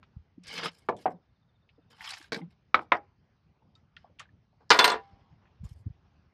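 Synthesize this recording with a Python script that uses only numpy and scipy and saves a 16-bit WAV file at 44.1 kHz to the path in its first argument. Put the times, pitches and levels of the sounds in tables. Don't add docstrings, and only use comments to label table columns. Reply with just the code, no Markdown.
import sys
import numpy as np
from scipy import signal
from scipy.fft import rfft, irfft, next_fast_len
from scipy.io import wavfile
from scipy.ndimage import uniform_filter1d

SR = 44100
rng = np.random.default_rng(int(sys.argv[2]) if len(sys.argv) > 2 else 0)


def field_ratio(decibels):
    return 10 ** (np.asarray(decibels, dtype=float) / 20)


def generate_wav(signal):
    frames = np.transpose(np.atleast_2d(signal))
    scaled = np.clip(frames, -1, 1) * 32767
    pcm = np.round(scaled).astype(np.int16)
    wavfile.write(sys.argv[1], SR, pcm)


N = 279153

# frequency in Hz, level in dB per Hz.
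YARD_SPECTRUM = [(15, -53.5), (25, -33), (48, -18), (62, -2), (82, -1), (168, -6.5), (355, -21.5),
                 (389, -16.5), (448, -22), (782, -20), (3160, -33.5), (3630, -36), (4920, -35.5),
                 (6500, -46.5), (8450, -81.5), (14300, -120)]
# time in seconds, level in dB.
TRAFFIC_SWELL = [(0, 2), (1.35, 0.5), (2.5, 1.5), (4.599, 1), (5.051, 4.5), (5.7, 3.5), (6.33, 3)]
HUM_DB, AIR_DB, AIR_SWELL = -68, -80, 1.5

# time in seconds, peak in dB, pitch in Hz, t60 in seconds.
SNAGS = [(0.029, -45.5, 1310, 0.033), (0.436, -51, 5400, 0.027), (0.469, -41, 4870, 0.023),
         (0.479, -36, 5010, 0.044), (0.507, -46, 3100, 0.037), (0.541, -37, 3100, 0.058),
         (0.595, -31, 870, 0.018), (0.578, -28, 2170, 0.034), (0.633, -25.5, 1600, 0.04),
         (0.658, -23, 1255, 0.043), (0.677, -38.5, 2170, 0.05), (0.966, -49, 3400, 0.045),
         (1.023, -56.5, 4600, 0.031), (2.042, -37, 2090, .03), (2.091, -36, 3960, 0.021),
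         (2.138, -33.5, 2400, 0.033), (2.106, -28.5, 4480, 0.03), (2.17, -37, 1700, 0.027),
         (2.214, -42, 1690, 0.058), (2.226, -47, 4540, 0.027), (2.242, -47, 1580, 0.12),
         (4.195, -34.5, 2650, 0.025), (4.203, -37.5, 1200, 0.053), (4.216, -45, 1475, 0.052)]
# time in seconds,
# peak in dB, pitch in Hz, t60 in seconds.
CHIPS = [(1.691, -52.5, 2600, 0.035), (3.968, -50, 1430, 0.089), (1.779, -55.5, 462, 0.08),
         (2.008, -34, 1912, 0.04), (3.62, -61, 877, 0.081), (3.752, -58, 4590, 0.054),
         (3.753, -54.5, 3735, 0.14), (3.757, -66, 1303, 0.25), (3.966, -40.5, 2750, 0.025),
         (3.9675, -44, 1820, 0.058), (4.044, -46, 725, 0.045), (4.061, -58, 915, 0.064),
         (4.188, -45.5, 2693, 0.03), (4.198, -42.5, 1860, 0.085), (4.228, -55, 1700, 0.07),
         (4.255, -56, 1650, 0.058), (4.29, -60, 1750, .08), (2.951, -26, 740, 0.045), (2.82, -42, 820, .1),
         (4.097, -59, 513, 0.041), (2.39, -50, 800, 0.065), (2.418, -50, 806, 0.097),
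         (2.415, -48, 2092, 0.062), (4.529, -65, 731.5, 0.038), (4.6942, -47, 5080, 0.053),
         (5.455, -59, 1760, 0.03), (5.47, -64, 2200, .03)]
# time in seconds, peak in dB, pitch in Hz, t60 in seconds.
CLINKS = [(4.7035, -7, 4980, .045), (4.7895, -10, 4130, .03), (4.79, -21, 6313, .03),
          (4.8428, -14.5, 2850, 0.037), (4.8768, -22.5, 5050, 0.02525), (4.8775, -30.5, 7600, .025),
          (4.9003, -24, 4460, 0.023), (4.901, -30.5, 6200, 0.022), (4.9168, -34.5, 7860, .05),
          (4.9172, -29, 3600, 0.046), (4.9395, -44, 4870, 0.021)]
SNAG_CLICK_DB, CHIP_CLICK_DB, CLINK_CLICK_DB = -4, -11, -9.5

# time in seconds, peak in dB, pitch in Hz, length in cycles.
BUMPS = [(0.169, -31.5, 90, 0.88), (0.196, -47.5, 71, 2.5), (0.383, -40.5, 261, 2.9),
         (0.411, -52.5, 180, 16), (2.434, -36, 173, 7.6), (2.458, -43, 173, 6.1), (2.48, -47.5, 185, 2.8),
         (2.373, -37, 198, 3.2), (2.412, -39.5, 275, 4.4), (2.431, -43.5, 320, 7.1),
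         (5.613, -36.5, 81, 1.85), (5.637, -34, 153.1, 2.2), (5.653, -30, 70.6, 1.25),
         (5.717, -34, 86, 1.03), (5.764, -47, 80.1, 3.9), (5.812, -48, 104.6, 4.4),
         (5.87, -26.5, 100.9, 2.4), (5.868, -33.5, 190, 1.56), (5.881, -45.5, 260, 1.25),
         (0.648, -48.5, 168, 31), (1.151, -45, 178.5, 10.8), (5.906, -34, 100.4, 1.34),
         (1.791, -57, 289.5, 6.1), (2.209, -54, 314, 5.1)]

# frequency in Hz, width in Hz, level in dB.
SLIDE_MODES = [(463, 32, 1), (770, 75, -13), (895, 23, 1), (1154, 99, 4), (1650, 100, -1.5),
               (2170, 47, 3.5), (3073, 220, -6), (3440, 31, -24.5), (3794, 49, -20.5), (5060, 540, 0)]
# frequency in Hz, level in dB per Hz.
GRIT_SPECTRUM = [(71, -48), (120, -15), (169, -2), (403, -11.5), (465, -4.5), (1000, -12), (1200, -17.5),
                 (3100, -14), (9620, -29), (13800, -37.5), (15000, -60)]
# time in seconds, level in dB.
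PUSH = [
    (0.43, -73),
    (0.44, -63.5),
    (0.484, -47),
    (0.55, -42.5),
    (0.582, -38),
    (0.61, -45),
    (0.664, -38.5),
    (0.684, -45),
    (0.702, -63),
]
PULL = [
    (1.96, -86),
    (1.99, -62.5),
    (2.012, -55),
    (2.05, -45),
    (2.142, -44),
    (2.166, -54.5),
    (2.2, -60),
    (2.245, -58.5),
    (2.3, -75),
]
# hollow low modes in dB, body modes in dB, grit in dB,
# growth of the low layers as weight settles in dB per second.
PUSH_ON = (-13.5, -15.5, -19.5, 53.5)
PULL_ON = (-46, -1, -16, -16)
# start in seconds, length in seconds, level in dB, low modes in dB, grit in dB.
BRUSHES = [(0.43, 0.063, -72.5, -21, -20), (0.707, 0.19, -68, -4.5, -14), (0.98, 0.089, -61, -9, -12),
           (1.1, .035, -71, -10, -5.5), (0.78, 0.016, -69.5, -6.5, -0.5), (2.355, .06, -52, 4, -13.5),
           (1.9, .11, -63, -4, -13), (5.0, 0.32, -74.5, 2, -30), (4.704, 0.095, -53.5, -19.5, 6),
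           (4.792, 0.17, -56.5, -19, 3), (2.755, 0.11, -63.5, -30.5, -17.5),
           (5.635, 0.066, -64.5, -3.5, -9.5), (5.687, 0.064, -70, -6, 1), (5.75, 0.1, -81, -6, -2.5),
           (8.6, 0.065, -76.5, 3.5, -25), (4.6, .05, -76, 12.5, -25), (3.975, 0.11, -72.5, -7, -28),
           (2.925, 0.066, -54.5, -30, -25), (2.5, .045, -68.5, -32, -16.5)]
GRIP_DB = -8.5
BRUSH_RISE_S, BRUSH_FADE_DB = 0.0092, -11.5

# time in seconds, peak in dB, hardness as treble tilt in dB per octave,
# ring time factor, first crack over the ring in dB.
WEDGE_KNOCKS = [
    (.8875, -14.5, 2, 1.08, 4.5),
    (.8955, -21.5, 1.5, 0.57, 2.5),
    (.908, -26, -5, 0.72, 6),
    (.924, -31, -8, 1.2, 2.5),
]
BEAM_KNOCKS = [
    (1.0565, -14, -0.5, 1, 1),
    (1.0615, -14, -1, 0.87, 0),
    (1.078, -26, -3, 1, 0),
    (1.092, -28.5, -6, 0.88, 0.069),
    (1.109, -35, -2.5, 1, 0),
]
SHIM_KNOCKS = [
    (2.3205, -19, -0.5, 0.82, 5.7),
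    (2.3295, -21.5, 0, 0.91, 4),
    (2.344, -24, 0.8, 1, 3.2),
    (2.361, -30, -2.5, 0.87, 2.3),
    (2.378, -48, -0.5, 0.74, 2.7),
    (2.414, -54, -22, 1, 3.4),
]
PLANK_KNOCKS = [
    (2.7438, -1.5, 1.5, 1, 6.9),
    (2.766, -23.5, -2, .8, 2),
    (2.777, -26.5, -5, .8, 2.1),
    (2.7925, -23, -5, .6, 2.5),
    (2.81, -39.5, -0.5, .6, 2),
]
BLOCK_KNOCKS = [
    (2.9186, -24.5, -4, .4, 2),
    (2.92, -3, 2, 0.87, 6.3),
    (2.9312, -17.5, -2.5, 0.98, 2),
    (2.9425, -23, -2, 0.86, 1),
    (2.952, -26, -3, 0.83, 1),
]
DROP_KNOCKS = [
    (4.7038, -1.5, 3, 1.6, 3.1),
    (4.7085, -5, 0, 1.2, 2),
    (4.7145, -4, 0, 1.33, 2.3),
    (4.7275, -12.5, 0.5, 2.3, 2),
    (4.744, -16.5, -1, 1.5, 1),
    (4.758, -22, 0.5, 1.9, 1),
]
STACK_KNOCKS = [
    (4.7893, -4.5, 2.5, 1.67, 2.6),
    (4.797, -10, -1.5, 2.5, 1),
    (4.807, -14, -2, 1.6, 1),
    (4.8425, -4.5, 5.5, 1.36, 2.2),
    (4.853, -14, -0.5, 1.37, 1.2),
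    (4.8765, -12.5, 1, 2.7, 2.1),
    (4.9003, -16.5, -2, 1.76, 1.9),
    (4.9175, -18, -1.5, 1.55, 1),
    (4.9395, -22.5, -3, 0.95, 2.7),
    (4.953, -28, -5.5, 1, 2.6),
]

# frequency in Hz, level in dB, t60 in seconds.
WEDGE_MODES = [(197.6, -28, 0.23), (436, -4, .1), (540, -13, .22), (597, -9.5, 0.24), (738, -11, .2),
               (870, 4, .05), (1160, 2, 0.068), (1274, -9, .06), (1700, -9.5, 0.078), (2200, -17, 0.06),
               (2400, -26, 0.058)]
BEAM_MODES = [(467.4, -10, 0.14), (586, -32.5, 0.23), (741.7, 12, 0.081), (816, -16, 0.074),
              (1160, -5.5, 0.06), (883, -9, 0.09), (1580, -4.5, .04), (2010, -5.5, 0.028),
              (2473, -26.5, 0.054)]
SHIM_MODES = [(450, 1.5, 0.067), (838.5, -9, .07), (1079, -8.5, 0.079), (1590, 3, 0.0407),
              (1879, -7.5, .05), (2270, -5, 0.073), (3310, -26, 0.09), (3930, -15, 0.069),
              (4560, -13, 0.049)]
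PLANK_MODES = [(320, -15.5, 0.19), (614, -14, .18), (749, -13, .15), (822, -21.5, .3), (1048, -13, .13),
               (1230, -6.5, .11), (1275, 9, 0.065), (1396, -2.5, 0.035), (1992, 3.5, .025),
               (2230, -1, 0.04), (3200, -24, .08), (3900, -25, .08)]
BLOCK_MODES = [(330, -11, 0.1), (590, -14, 0.17), (705, -6.5, .12), (816, -8, 0.29), (1023, 8, 0.062),
               (1100, -9.5, .1), (1242, 0, 0.079), (1400, -4.5, .07), (1520, -5, 0.055), (1840, 0.5, 0.072),
               (2143, 3.5, 0.027), (2530, -12.5, .06), (3650, -14, .06)]
DROP_MODES = [(436.2, -4, .25), (545.7, -7.5, 0.14), (725, -4.5, .12), (903, -5, 0.13), (973.7, 2, .25),
              (1196, -2, 0.16), (1420, 1.5, .14), (1636, -6, .15), (1890, -6.5, 0.19), (2074, -5, .11),
              (2350, -11, .16), (3019, -14, .12), (3564, -8, .09), (5000, -7.5, .06)]
STACK_MODES = [(442.8, -3.5, 0.24), (492, -8.5, 0.26), (702.4, -2, 0.11), (897, -5.5, 0.15), (982, 2, 0.3),
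               (1178, -6, 0.14), (1416, -0.5, 0.1005), (1600, -9.5, 0.093), (1685, -7.5, 0.13),
               (1807, -10, 0.16), (2064, -11.5, 0.14), (2724, -8.5, 0.12), (2995, -16, .1),
               (4000, -8.5, 0.04)]
# frequency in Hz, level in dB per Hz.
WEDGE_COLOUR = [(47, -50.5), (80, 0.5), (584, 9), (1000, 4.5), (1190, -16), (1760, -18.5), (1960, -30),
                (2230, -16.5), (2650, -23), (14000, -64)]
BEAM_COLOUR = [(47, -59), (80, -22.5), (203, -17.5), (651, -13.5), (741, -12.5), (825, -12.5), (1170, -20),
               (2000, -29), (6710, -73), (14000, -91)]
SHIM_COLOUR = [(47, -53), (80, -4.5), (451, 6.5), (1220, -20.5), (1580, -2.5), (2330, -4.5), (2830, -13.5),
               (4360, -5.5), (9700, -34), (14000, -41)]
PLANK_COLOUR = [(47, -45.5), (80, -21), (584, -9), (1120, -2.5), (1240, -1), (1800, -17), (2230, -12.5),
                (2710, -25.5), (3910, -24.5), (14000, -85)]
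BLOCK_COLOUR = [(47, -57.5), (80, -35.5), (299, -9.5), (461, -9), (680, -3), (1120, -8), (1240, -5.5),
                (1920, -4.5), (7810, -59), (14000, -81.5)]
STACK_COLOUR = [(47, -65), (80, -38), (418, -11), (845, -10), (986, -5.5), (1280, -9.5), (3540, -20.5),
                (3860, -18), (4410, -19), (11600, -56.5), (15500, -68.5)]
# frequency in Hz, t60 in seconds.
WOOD_T60 = [(100, .25), (400, 0.26), (1000, 0.14), (2500, 0.11), (6000, 0.074), (14000, 0.021)]
# time in seconds, damping in dB per second.
SETTLE = (4.962, 170)
# frequency in Hz, level in dB, t60 in seconds.
GROUND_MODE = (80, -75.5, 0.24)

# first note in seconds, notes per second, top in Hz, fall in Hz, note length in seconds.
TRILL = (1.14, 15.05, 3900, 430, .036)
# time in seconds, level in dB.
TRILL_SWELL = [(1.1, -88), (1.35, -83), (1.5, -78), (1.7, -79), (2.0, -82)]

# time in seconds, strength in dB, share of the lowest bending mode in dB,
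# sharpness in dB per octave.
BOUNCES = [
    (4.704, -22, -21, -4.5),
    (4.790, -18.5, -3.5, 2.5),
    (4.842, -19, -33, 10),
    (4.876, -25.5, -10.5, 4.5),
    (4.9, -26.5, -10, -1),
    (4.917, -43.5, 9, 3),
    (4.9395, -63, -2, 8),
]
BOLT_HZ = [3478, 4272, 8590, 12860, 12110]
BOLT_T60_S = [.5, 0.086, 0.17, 0.081, .12]
BOLT_DB = [2, -2, -21, -26, -43.5]
# frequency in Hz, level in dB, t60 in seconds.
FRAME_MODES = [(793.6, -42.5, 0.58), (1000, -57.5, .35)]


def evened(x):
    return x / np.sqrt(np.mean(x ** 2) + 1e-20)


def read(points, hz):
    f, value = np.transpose(points)
    return np.interp(np.log(hz + 1), np.log(f + 1), value)


def add(mix, s, sound):
    part = mix[round(s * SR):][:len(sound)]
    part += sound[:len(part)]


def band(x, lo_hz, hi_hz):
    return evened(signal.sosfilt(signal.butter(4, [lo_hz, hi_hz], "band", fs=SR, output="sos"), x))


def rings(hz, t60_s, t):
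    decay = np.exp(-np.log(1000) * t / np.maximum(t60_s, .004)[:, None])
    return np.sin(2 * np.pi * np.outer(hz, t)) * decay


def drifting_patches(shape, bins, frames):
    smooth = uniform_filter1d(rng.standard_normal(shape), size=bins, axis=0)
    return evened(uniform_filter1d(smooth, size=frames, axis=1))


def yard(patchy_db=2.4, flicker_db=.7):
    frames, hz = N // 256 + 5, np.fft.rfftfreq(1024, 1 / SR)
    real, imag = rng.standard_normal((2, 513, frames))
    patches = drifting_patches((513, frames), bins=14, frames=10)
    flicker = evened(uniform_filter1d(rng.standard_normal(frames), size=8))
    colour_db = read(YARD_SPECTRUM + [(16000, -90)], hz)[:, None]
    z = (real + 1j * imag) * field_ratio(colour_db + patchy_db * patches + flicker_db * flicker)
    noise = signal.istft(z, nperseg=1024, noverlap=768)[1][:N]
    hum = signal.sosfiltfilt(signal.butter(2, 380, fs=SR, output="sos"), noise)
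    swell_db = np.interp(np.arange(N) / SR, *np.transpose(TRAFFIC_SWELL))
    air = field_ratio(AIR_DB + AIR_SWELL * swell_db) * evened(noise - hum)
    return field_ratio(HUM_DB + swell_db) * evened(hum) + air


def taps(rows, click_db, octaves):
    out, t = np.zeros(N), np.arange(4000) / SR
    place = np.linspace(-1, 1, 7)
    for s, peak_db, hz, t60_s in rows:
        spread = np.clip(0.00019 / t60_s ** 2, .004, .2)
        cluster_hz = hz * (1 + spread * (place + rng.uniform(-0.066, 0.14, 7)))
        lasts_s = t60_s * rng.uniform(.5, 1.2, 7)
        tone = (rng.uniform(0.53, 1, 7) * field_ratio(-7 * abs(place))) @ rings(cluster_hz, lasts_s, t)
        lo_hz, hi_hz = max(hz / 2 ** octaves, 500), min(hz * 2 ** octaves, 9000)
        click = band(rng.standard_normal(len(t)), lo_hz, hi_hz)
        click *= field_ratio(-60 * t / (0.18 * t60_s)) + field_ratio(-13 - 60 * t / (3 * t60_s))
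        tap = evened(tone) + field_ratio(click_db) * evened(click)
        tap *= (1 - np.exp(-t * hz / 3.0)) * (1 - t / t[-1])
        add(out, s, field_ratio(peak_db) * tap / abs(tap).max())
    return out


def bumps():
    out = np.zeros(N)
    for s, peak_db, hz, cycles in BUMPS:
        t = np.arange(-cycles / hz, cycles / hz, 1 / SR)
        swell = np.exp(-(2.83 * t * hz / cycles) ** 2)
        add(out, s + t[0], -field_ratio(peak_db) * np.cos(2 * np.pi * hz * t) * swell)
    return out


def rubbing(clock, slips_per_s=7000, spread_db=3.0, body_db=5, judder_db=1.45, patchy_db=4):
    sizes = field_ratio(spread_db * np.minimum(rng.exponential(1, N), 4))
    slips = rng.choice([-1., 1.], N) * sizes * (rng.random(N) < slips_per_s / SR)
    slips = evened(slips) + 0.23 * rng.standard_normal(N)
    slips *= field_ratio(judder_db * band(rng.standard_normal(N), 29.0, 90))
    size = next_fast_len(N)
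    hz = np.fft.rfftfreq(size, 1 / SR)
    modes = sum(field_ratio(db) / (1 + 2j * (hz - f) / width) for f, width, db in SLIDE_MODES)
    grain = rfft(slips, size) * field_ratio(read(GRIT_SPECTRUM, hz))
    held = (clock > PULL[0][0]) & (clock < PULL[-1][0])
    rub = irfft(grain, size)[:N] + field_ratio(body_db + held * GRIP_DB) * irfft(grain * modes, size)[:N]
    z = signal.stft(rub, nperseg=256, noverlap=192)[2]
    z = z * field_ratio(patchy_db * drifting_patches(z.shape, bins=2, frames=20))
    return signal.istft(z, nperseg=256, noverlap=192)[1][:N]


def slides():
    clock = np.arange(N) / SR
    rub = rubbing(clock)
    hollow, body = band(rub, 150, 610), band(rub, 780, 1500)
    mid, grit = band(rub, 1500, 5600), band(rub, 7000, 21000)
    sand = uniform_filter1d(uniform_filter1d(rng.standard_normal(N), size=900), size=900)
    grit = grit * field_ratio(4 * evened(sand))
    out = np.zeros(N)
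    for curve, (hollow_db, wood_db, grit_db, settle_db_per_s) in [(PUSH, PUSH_ON), (PULL, PULL_ON)]:
        s, level_db = np.transpose(curve)
        moving = np.clip(np.minimum(clock - s[0], s[-1] - clock) / 0.0047, 0, 1)
        settled = field_ratio(settle_db_per_s * np.clip(clock - s[0], 0, s[-1] - s[0]))
        low = settled * (field_ratio(hollow_db) * hollow + field_ratio(wood_db) * body)
        out += moving * field_ratio(np.interp(clock, s, level_db)) * (mid + low + field_ratio(grit_db) * grit)
    for start_s, length_s, level_db, low_db, grit_db in BRUSHES:
        t = clock - start_s
        moving = np.clip(np.minimum(t / BRUSH_RISE_S, 3 - 3 * t / length_s), 0, 1)
        moving *= field_ratio(level_db + BRUSH_FADE_DB * np.clip(t / length_s, 0, 1))
        out += moving * (mid + field_ratio(low_db) * (hollow + body) + field_ratio(grit_db) * grit)
    return out


def crowd(colour, tilt_db, ring, t, count=12):
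    hz = np.fft.rfftfreq(len(t), 1 / SR)
    place = np.log(np.maximum(hz, 60) / 60) / np.log(16000 / 60) * (count - 1)
    shares = np.clip(1 - abs(place - np.arange(count)[:, None]), 0, 1)
    colour_db = read(colour, hz) + tilt_db * np.log2((hz + 1) / 1000)
    spectrum = rfft(rng.standard_normal(len(t))) * field_ratio(colour_db)
    t60_s = read(WOOD_T60, np.geomspace(60, 16000, count))[:, None] * ring
    bands = irfft(spectrum * shares, len(t)) * np.exp(-np.log(1000) * t / t60_s)
    return (bands / np.sqrt(t60_s)).sum(0)


def knocks(rows, modes, colour, dense_db, crack_t60_s=0.076):
    out, t = np.zeros(N), np.arange(7200) / SR
    hz, db, t60_s = np.transpose(modes)
    twin_hz = hz * rng.uniform(1.0, 1.02, len(hz))
    for s, peak_db, tilt_db, ring, crack_db in rows:
        touch_db = rng.normal(0, 1.9, len(hz))
        lasts_s = np.minimum(t60_s, .22) * ring
        pairs = rings(hz, lasts_s, t) + .45 * rings(twin_hz, lasts_s, t)
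        clear = field_ratio(db + touch_db + tilt_db * np.log2(hz / 1000)) @ pairs
        blow = evened(clear) + field_ratio(dense_db) * evened(crowd(colour, tilt_db, ring, t))
        blow *= (1 - np.exp(-t / 0.00027)) ** 2 * (1 + field_ratio(crack_db - 60 * t / crack_t60_s))
        blow *= np.minimum(4 - 4 * t / t[-1], 1)
        add(out, s, field_ratio(peak_db) * blow / abs(blow).max())
    return out


def ground(x):
    hz, db, t60_s = GROUND_MODE
    thud = field_ratio(db) * rings([hz], np.array([t60_s]), np.arange(SR // 4) / SR)[0]
    return signal.fftconvolve(abs(x), thud)[:N]


def hull_echo(x, t60_s=.45, dull_hz=3000):
    tail = np.zeros(SR // 2)
    at = np.arange(300, len(tail) - 20, 20)
    tail[at + rng.integers(0, 20, len(at))] = rng.choice([-1., 1.], len(at))
    tail = signal.lfilter(*signal.butter(1, dull_hz, fs=SR), tail)
    tail *= field_ratio(-60 * np.arange(len(tail)) / SR / t60_s)
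    return signal.fftconvolve(x, tail / np.linalg.norm(tail))[:N]


def bird():
    first_s, per_s, top_hz, fall_hz, length_s = TRILL
    out, t = np.zeros(N), np.arange(0, length_s, 1 / SR)
    phase = 2 * np.pi * np.cumsum(top_hz - fall_hz * t / length_s) / SR
    note = np.sin(phase) * np.sin(np.pi * (t / length_s) ** 2.0)
    for s in first_s + np.arange(13) / per_s:
        level_db = np.interp(s, *np.transpose(TRILL_SWELL)) + rng.normal(0, 1.6)
        add(out, s, field_ratio(level_db) * note)
    return out


def dropped_block():
    landing = knocks(DROP_KNOCKS, DROP_MODES, STACK_COLOUR, dense_db=-1.5)
    bounces = knocks(STACK_KNOCKS, STACK_MODES, STACK_COLOUR, dense_db=-2.5)
    settle_s, damping_db_per_s = SETTLE
    return (landing + bounces) * field_ratio(-damping_db_per_s * np.maximum(np.arange(N) / SR - settle_s, 0))


def bolt():
    out, hz, t60_s = np.zeros(N), np.array(BOLT_HZ), np.array(BOLT_T60_S)
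    spin_depth = np.array([[.05], [.3], [.6], [.6], [.6]])
    landings_s = [row[0] for row in BOUNCES[1:]] + [4.97]
    for (s, strength_db, bend_db, sharp_db), landing_s in zip(BOUNCES, landings_s):
        t = np.arange(0, landing_s - s, 1 / SR)
        mode_db = strength_db + np.array(BOLT_DB) + bend_db * (hz == hz[0])
        mode_db = mode_db + sharp_db * np.log2(hz / hz[1])
        spin = 1 + spin_depth * np.sin(2 * np.pi * (55 * t + rng.random((len(hz), 1))))
        edges = np.clip((t[-1] - t) / 0.0043, 0, 1) * (1 - np.exp(-t / 0.00056))
        add(out, s, field_ratio(mode_db) @ (rings(hz, t60_s, t) * spin) * edges)
    return out


def frame(x):
    hz, db, t60_s = np.transpose(FRAME_MODES)
    ring = field_ratio(db - 17.5) @ rings(hz, t60_s, np.arange(SR // 2) / SR)
    return signal.fftconvolve(x, ring)[:N]


def scene():
    dropped = dropped_block()
    wood = knocks(WEDGE_KNOCKS, WEDGE_MODES, WEDGE_COLOUR, dense_db=1.0)
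    wood += knocks(BEAM_KNOCKS, BEAM_MODES, BEAM_COLOUR, dense_db=-4.5)
    wood += knocks(SHIM_KNOCKS, SHIM_MODES, SHIM_COLOUR, dense_db=1.0)
    wood += knocks(PLANK_KNOCKS, PLANK_MODES, PLANK_COLOUR, dense_db=-3.0, crack_t60_s=0.064)
    wood += knocks(BLOCK_KNOCKS, BLOCK_MODES, BLOCK_COLOUR, dense_db=-4.5, crack_t60_s=0.042)
    wood += dropped
    wood = signal.sosfilt(signal.butter(3, 150, "high", fs=SR, output="sos"), wood)
    near = wood + bolt() + slides()
    near += taps(SNAGS, SNAG_CLICK_DB, octaves=1.43)
    near += taps(CHIPS, CHIP_CLICK_DB, octaves=.7)
    near += taps(CLINKS, CLINK_CLICK_DB, octaves=.4)
    far = bird()
    echo = hull_echo(field_ratio(-45.0) * near + field_ratio(-14) * far)
    return (near + echo + frame(dropped) + ground(wood) + bumps() + far + yard())[None]


def low_pass(x):
    return signal.sosfilt(signal.butter(12, 15630, fs=SR, output="sos"), x)


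def record(dry):
    heard = signal.sosfilt(signal.butter(3, 45, "high", fs=SR, output="sos"), dry)
    heard = heard / (1 + (heard / .95) ** 6) ** (1 / 6)
    heard = signal.sosfilt(signal.butter(8, 14300, fs=SR, output="sos"), heard)
    return low_pass(heard)


dry = scene()
out = record(dry)
generate_wav(out)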